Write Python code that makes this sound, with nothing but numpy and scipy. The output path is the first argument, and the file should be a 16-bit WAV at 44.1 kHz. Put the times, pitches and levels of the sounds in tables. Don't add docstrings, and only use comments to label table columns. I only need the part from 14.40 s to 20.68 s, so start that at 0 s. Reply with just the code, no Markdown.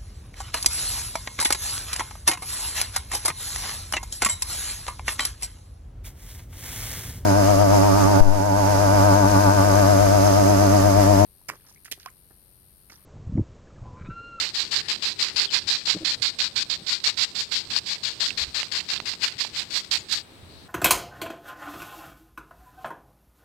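import sys
import numpy as np
from scipy import signal
from scipy.fft import rfft, irfft, next_fast_len
from scipy.io import wavfile
from scipy.ndimage import uniform_filter1d, minimum_filter1d

SR = 44100
rng = np.random.default_rng(int(sys.argv[2]) if len(sys.argv) > 2 else 0)


def materialize(psi):
    bounded = np.clip(np.atleast_2d(psi).T, -1, 1)
    quanta = np.round(bounded * 32767).astype(np.int16)
    wavfile.write(sys.argv[1], SR, quanta)


N = 276948

# touch in seconds, time until the hand eases in seconds, length in seconds,
# relative level as the hand eases in dB, swell since the touch in dB.
STROKES = [(-0.001, 0.073, 0.11, -24.5, -8.5), (0.146, 0.069, 0.14, -20.0, -0.5),
           (0.316, 0.063, 0.096, -17.0, 1.5), (0.487, 0.023, 0.073, -17, 0.5), (0.625, 0.051, 0.1, -18, 1),
           (0.793, 0.034, 0.15, -13.5, 4), (0.963, 0.048, 0.095, -14, 3.5), (1.106, 0.041, 0.085, -11, 17),
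           (1.275, 0.051, 0.14, -13.5, 4.5), (1.457, 0.047, 0.089, -12.5, 7.5),
           (1.65, 0.091, 0.1, -20.5, -5), (1.822, 0.055, 0.083, -17, -2), (1.99, 0.052, 0.089, -16, 1),
           (2.161, 0.067, 0.07, -18, -3.5), (2.3, 0.032, 0.059, -19, -2.5), (2.469, 0.06, 0.1, -14.5, 6),
           (2.641, 0.037, 0.068, -13.0, 2.5), (2.775, 0.056, 0.072, -12.5, 5.5),
           (2.95, 0.062, 0.1, -18.0, 7.0), (3.117, 0.05, 0.098, -17, 3), (3.304, 0.07, 0.086, -18.5, 4.5),
           (3.463, 0.058, 0.093, -18.5, 4.5), (3.635, 0.036, 0.1, -18.0, 2), (3.803, 0.052, 0.11, -16, 0.5),
           (3.976, 0.045, 0.066, -16.0, 3.5), (4.148, 0.049, 0.15, -19.5, -0.5),
           (4.318, 0.051, 0.094, -18.5, 5.5), (4.488, 0.041, 0.09, -19, 5.5),
           (4.658, 0.046, 0.092, -21.5, 1.5), (4.8, 0.038, 0.084, -13, 22.5),
           (4.985, 0.026, 0.091, -18.5, 11), (5.134, 0.051, 0.1, -18, 15), (5.307, 0.056, 0.1, -16, 13.5),
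           (5.514, 0.027, 0.066, -15.5, -1.5), (5.687, 0.041, 0.11, -14, 19)]
REST_S = 5.86


def from_db(db):
    return 10 ** (np.asarray(db) / 20)


def rms_one(x):
    return x / np.sqrt(np.mean(x ** 2) + 1e-20)


def seconds():
    return np.arange(N) / SR


def on_bins(points):
    hz, value = np.transpose(points)
    bins_hz = np.fft.rfftfreq(next_fast_len(N + 4096, True), 1 / SR)
    return np.interp(np.log(bins_hz + 1e-3), np.log(hz), value)


def shaped(x, gains):
    size = next_fast_len(N + 4096, True)
    spectrum = rfft(x, size) * gains
    return irfft(spectrum, size)[..., :N]


def resonance(x, hz, width_hz):
    radius = np.exp(-np.pi * width_hz / SR)
    zeros = np.array([1, 0, -1]) * (1 - radius ** 2) / 2
    poles = [1, -2 * radius * np.cos(2 * np.pi * hz / SR), radius ** 2]
    return signal.lfilter(zeros, poles, x)


def butter(x, hz, kind, order=2):
    return signal.sosfilt(signal.butter(order, hz, kind, fs=SR, output="sos"), x)


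def drift(rate_hz):
    step = max(1, int(SR / rate_hz / 2))
    count = N // step + 2
    return rms_one(np.interp(np.arange(N) / step, np.arange(count), rng.standard_normal(count)))


def add(out, s, sound):
    at = max(0, round(s * SR))
    out[..., at:at + sound.shape[-1]] += sound[..., :N - at]


def ground_at(s):
    # time in seconds, body of the scrape in dB, its top edge in dB,
    # relative level of tips dragging between strokes in dB.
    ground = [(0, .5, 2.7, -34), (1.2, 0.2, 0.5, -40), (2.3, -3, -1, -43.5), (3.1, -1.5, 2, -39.5),
              (3.8, -2.5, 1, -41), (4.3, 1.5, 3, -40.5), (5.1, 1, 4, -42), (5.75, -1, 5.5, -47)]
    times, *columns = np.transpose(ground)
    return [np.interp(s, times, column) for column in columns]


def pressure_db():
    touch_s, lift_s = 0.0072, 0.0093
    sag_db_per_s = 211.5
    lift_drop_db = 18
    rest_db = -73
    corners = []
    for touch, press, length, db, swell_db in STROKES:
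        drag_db = ground_at(touch)[2]
        sagged_db = db - sag_db_per_s * (length - press)
        corners += [(touch - touch_s, drag_db),
                    (touch, db - swell_db),
                    (touch + press, db),
                    (touch + length, sagged_db),
                    (touch + length + lift_s, db - lift_drop_db)]
    s, db = np.transpose(corners + [(REST_S, rest_db)])
    return np.interp(seconds(), np.maximum.accumulate(s), db)


def grit(per_s, size_db):
    spread = np.minimum(rng.exponential(1, (2, N)), 3)
    sizes = from_db(size_db * spread) * rng.choice([-1, 1], (2, N))
    chance = np.clip(per_s / SR, 1e-4, 1)
    hits = rng.random((2, N)) < chance
    return rms_one(sizes * hits / np.sqrt(chance))


def ringing_sticks(force, width_hz, count=18):
    out = np.zeros((2, N))
    edges = [max(0, round(row[0] * SR)) for row in STROKES] + [N]
    pitches_hz = 1200 * 7.5 ** rng.random((len(STROKES), count))
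    for start, end, stick_hz in zip(edges, edges[1:], pitches_hz):
        for k, hz in enumerate(stick_hz):
            out[:, start:end] += (-1) ** k * resonance(force[:, start:end], hz, width_hz)
    return out


def broom(impacts_per_s=7000, ring_share=0.44, judder_db=1.55, patchy_db=1.2, both_ears_share=0.13,
          level_db=-3.5):
    # frequency in Hz, relative level in dB per Hz.
    scrape_colour = [(100, -31.5), (600, -27), (1000, -20), (1350, -18), (1700, -13), (2600, -10),
                     (3100, -9.5), (3900, -3), (4480, 0), (5200, -7), (6300, -18.5), (7400, -16.5),
                     (9200, -34), (16000, -50)]
    pressure = pressure_db()
    impacts = grit(impacts_per_s * from_db(.8 * (pressure + 20)), size_db=4.5)
    friction = rng.standard_normal((2, N))
    force = friction + impacts
    force = force + ring_share * ringing_sticks(force, width_hz=63)
    force = force + both_ears_share * force[::-1]
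    scrape = rms_one(shaped(force, from_db(on_bins(scrape_colour))))
    body = shaped(scrape, on_bins([(2700, 1), (3600, 0)]))
    edge = shaped(scrape, on_bins([(5200, 0), (7500, .5), (10500, 1.3)]))
    body_gain, edge_gain, _ = from_db(ground_at(seconds()))
    body_gain = body_gain * from_db(patchy_db * drift(24))
    scrape = scrape + (body_gain - 1) * body + (edge_gain - 1) * edge
    return scrape * from_db(level_db + pressure + judder_db * drift(130))


def drone(hz, width_hz, size):
    once = resonance(rng.standard_normal((2, size)), hz, width_hz)
    return rms_one(resonance(once, hz, width_hz))


def garden():
    # pitch in Hz, width in Hz, level in dB rms, change after the sweeping ends in dB.
    insects = [(3900, 1200, -54.5, -1.5), (8100, 250, -57.5, -5.5), (9400, 930, -72.5, 3)]
    # start in seconds, length in seconds, pitch in Hz, width in Hz, level in dB rms before fades.
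    buzzes = [(0, 1.46, 393, 37, -57), (0.415, .14, 9700, 400, -60), (0.418, .08, 1870, 370, -45.5),
              (0.912, 0.18, 9650, 400, -54), (1.712, 0.17, 9600, 400, -62), (5.899, 0.54, 82, 14, -55),
              (6.065, 0.22, 4200, 1100, -51.5)]
    out = np.zeros((2, N))
    after = seconds() > REST_S
    for hz, width_hz, db, change_db in insects:
        out += from_db(db + change_db * after) * drone(hz, width_hz, N)
    for s, length, hz, width_hz, db in buzzes:
        size = int(length * SR)
        add(out, s, from_db(db) * signal.windows.tukey(size, .5) * drone(hz, width_hz, size))
    return out


def air(level_db=-50, waver_db=1.5):
    # frequency in Hz, relative level in dB per Hz.
    air_colour = [(20, -17), (45, -7.5), (75, -0.5), (110, 1.5), (160, -1.5), (350, -3.5), (600, -9.5),
                  (1500, -13.5), (3000, -15), (6000, -25.5), (10000, -29), (16000, -31.5)]
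    # frequency in Hz, share from 0 to 1.
    likeness = [(60, 0.98), (290, 0.7), (640, 0.39), (1400, 0), (3100, 0.12)]
    colour = from_db(on_bins(air_colour))
    alike = np.clip(on_bins(likeness), 0, 1)
    shared = shaped(rng.standard_normal(N), colour * np.sqrt(alike))
    own = shaped(rng.standard_normal((2, N)), colour * np.sqrt(1 - alike))
    wavering = shared * from_db(waver_db * drift(8))
    return from_db(level_db) * rms_one(wavering + own)


def snaps(soft_hz=4800, t60_s=0.0095, attack_s=.0004):
    # start in seconds, level in dB before attack and ear swap, pitch in Hz,
    # dry crack relative to the ring in dB.
    snap_events = [(1.042, -25, 4520, -23), (1.054, -4, 4350, -34), (3.3635, 2, 4500, -17),
                   (3.9055, -7, 2670, -21), (4.23, -11.5, 2800, -3.5), (4.402, -12.5, 2700, -23),
                   (4.577, -10.5, 3600, -16), (4.601, -18, 4120, 1.5), (4.736, -17.5, 2760, -7),
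                   (5.049, -19.5, 3800, 1), (5.373, -15, 4500, -10)]
    out, t = np.zeros(N), np.arange(SR // 20) / SR
    decay = from_db(-60 * t / t60_s) * (1 - np.exp(-t / attack_s)) ** 2
    for s, db, hz, crack_db in snap_events:
        noise = butter(rng.standard_normal(len(t)), 760, "high")
        crack = rms_one(butter(noise, soft_hz, "low", order=4))
        ring = np.sin(2 * np.pi * hz * t)
        add(out, s, from_db(db) * decay * (ring + from_db(crack_db) * crack))
    return out


def short_tones(events, flutter, overtone):
    out = np.zeros(N)
    for s, length, start_hz, end_hz, db in events:
        hz = np.geomspace(start_hz, end_hz, int(length * SR))
        phase = 2 * np.pi * np.cumsum(hz) / SR
        tone = np.sin(phase) + overtone * np.sin(2 * phase)
        add(out, s, from_db(db) * signal.windows.tukey(len(hz), .5) * tone)
    return out * (1 + flutter * drift(300))


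def thuds(puff_db=-9, t60_cycles=10.7, attack_s=0.0039):
    # start in seconds, level in dB before attack, pitch in Hz.
    thud_events = [(1.253, -38, 94), (1.564, -24, 178), (1.801, -36, 113), (2.416, -36, 183),
                   (4.011, -34, 67), (4.074, -37, 70), (4.949, -41, 112), (6.028, -37.5, 86)]
    out, t = np.zeros(N), np.arange(SR // 4) / SR
    for s, db, hz in thud_events:
        t60_s = t60_cycles / hz
        puff = rms_one(butter(rng.standard_normal(len(t)), [hz / 2, hz * 3.1], "band"))
        decay = from_db(-60 * t / t60_s) * (1 - np.exp(-t / attack_s))
        tone = np.sin(2 * np.pi * hz * t)
        add(out, s, from_db(db) * decay * (tone + from_db(puff_db) * puff))
    return out


def jump_sides(x, left_db=0.5, right_db=1.0):
    # frequency in Hz, gain in dB.
    dull_side = [(600, -1.5), (1000, -2.5), (1700, -9.5), (3000, -15), (4450, -29.5), (5400, -24),
                 (6300, -15), (7400, -18.5), (9200, -10), (15000, 2)]
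    cycle_s, first_left_s, left_share = .161026, .0976, .507
    last_left_s = 5.75
    tick_s, first_tick_s = .034193, .00385
    t = seconds()
    tick_middle = t - (t - first_tick_s) % tick_s + tick_s / 2
    in_left_part = ((tick_middle - first_left_s) / cycle_s) % 1 < left_share
    left = in_left_part | (t > last_left_s)
    dull = shaped(x, from_db(on_bins(dull_side)))
    bright = uniform_filter1d(np.array([left, ~left], float), size=13)
    return bright * x * from_db([[left_db], [right_db]]) + (1 - bright) * dull


def scene():
    # start in seconds, length in seconds, start pitch in Hz, end pitch in Hz, level in dB.
    bird_chirps = [(1.066, 0.043, 3780, 2770, -33.5), (5.58, 0.032, 7360, 6640, -41)]
    hollow_knocks = [(1.546, 0.026, 296, 320, -30.5), (1.6, 0.049, 330, 312, -36)]
    bright = broom() + garden() + snaps() + short_tones(bird_chirps, flutter=0.76, overtone=.02)
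    low = air() + thuds() + short_tones(hollow_knocks, flutter=.5, overtone=0.086)
    return jump_sides(bright) + low


def record(dry, ceiling_db=-2.5, cutoff_hz=15850):
    peak = np.abs(dry).max(axis=0)
    allowed = 1 / np.maximum(peak / from_db(ceiling_db), 1)
    gain = uniform_filter1d(minimum_filter1d(allowed, size=177), size=177)
    steep = signal.ellip(10, .1, 80, cutoff_hz, fs=SR, output="sos")
    return signal.sosfilt(steep, dry * gain)


dry = scene()
out = record(dry)
materialize(out)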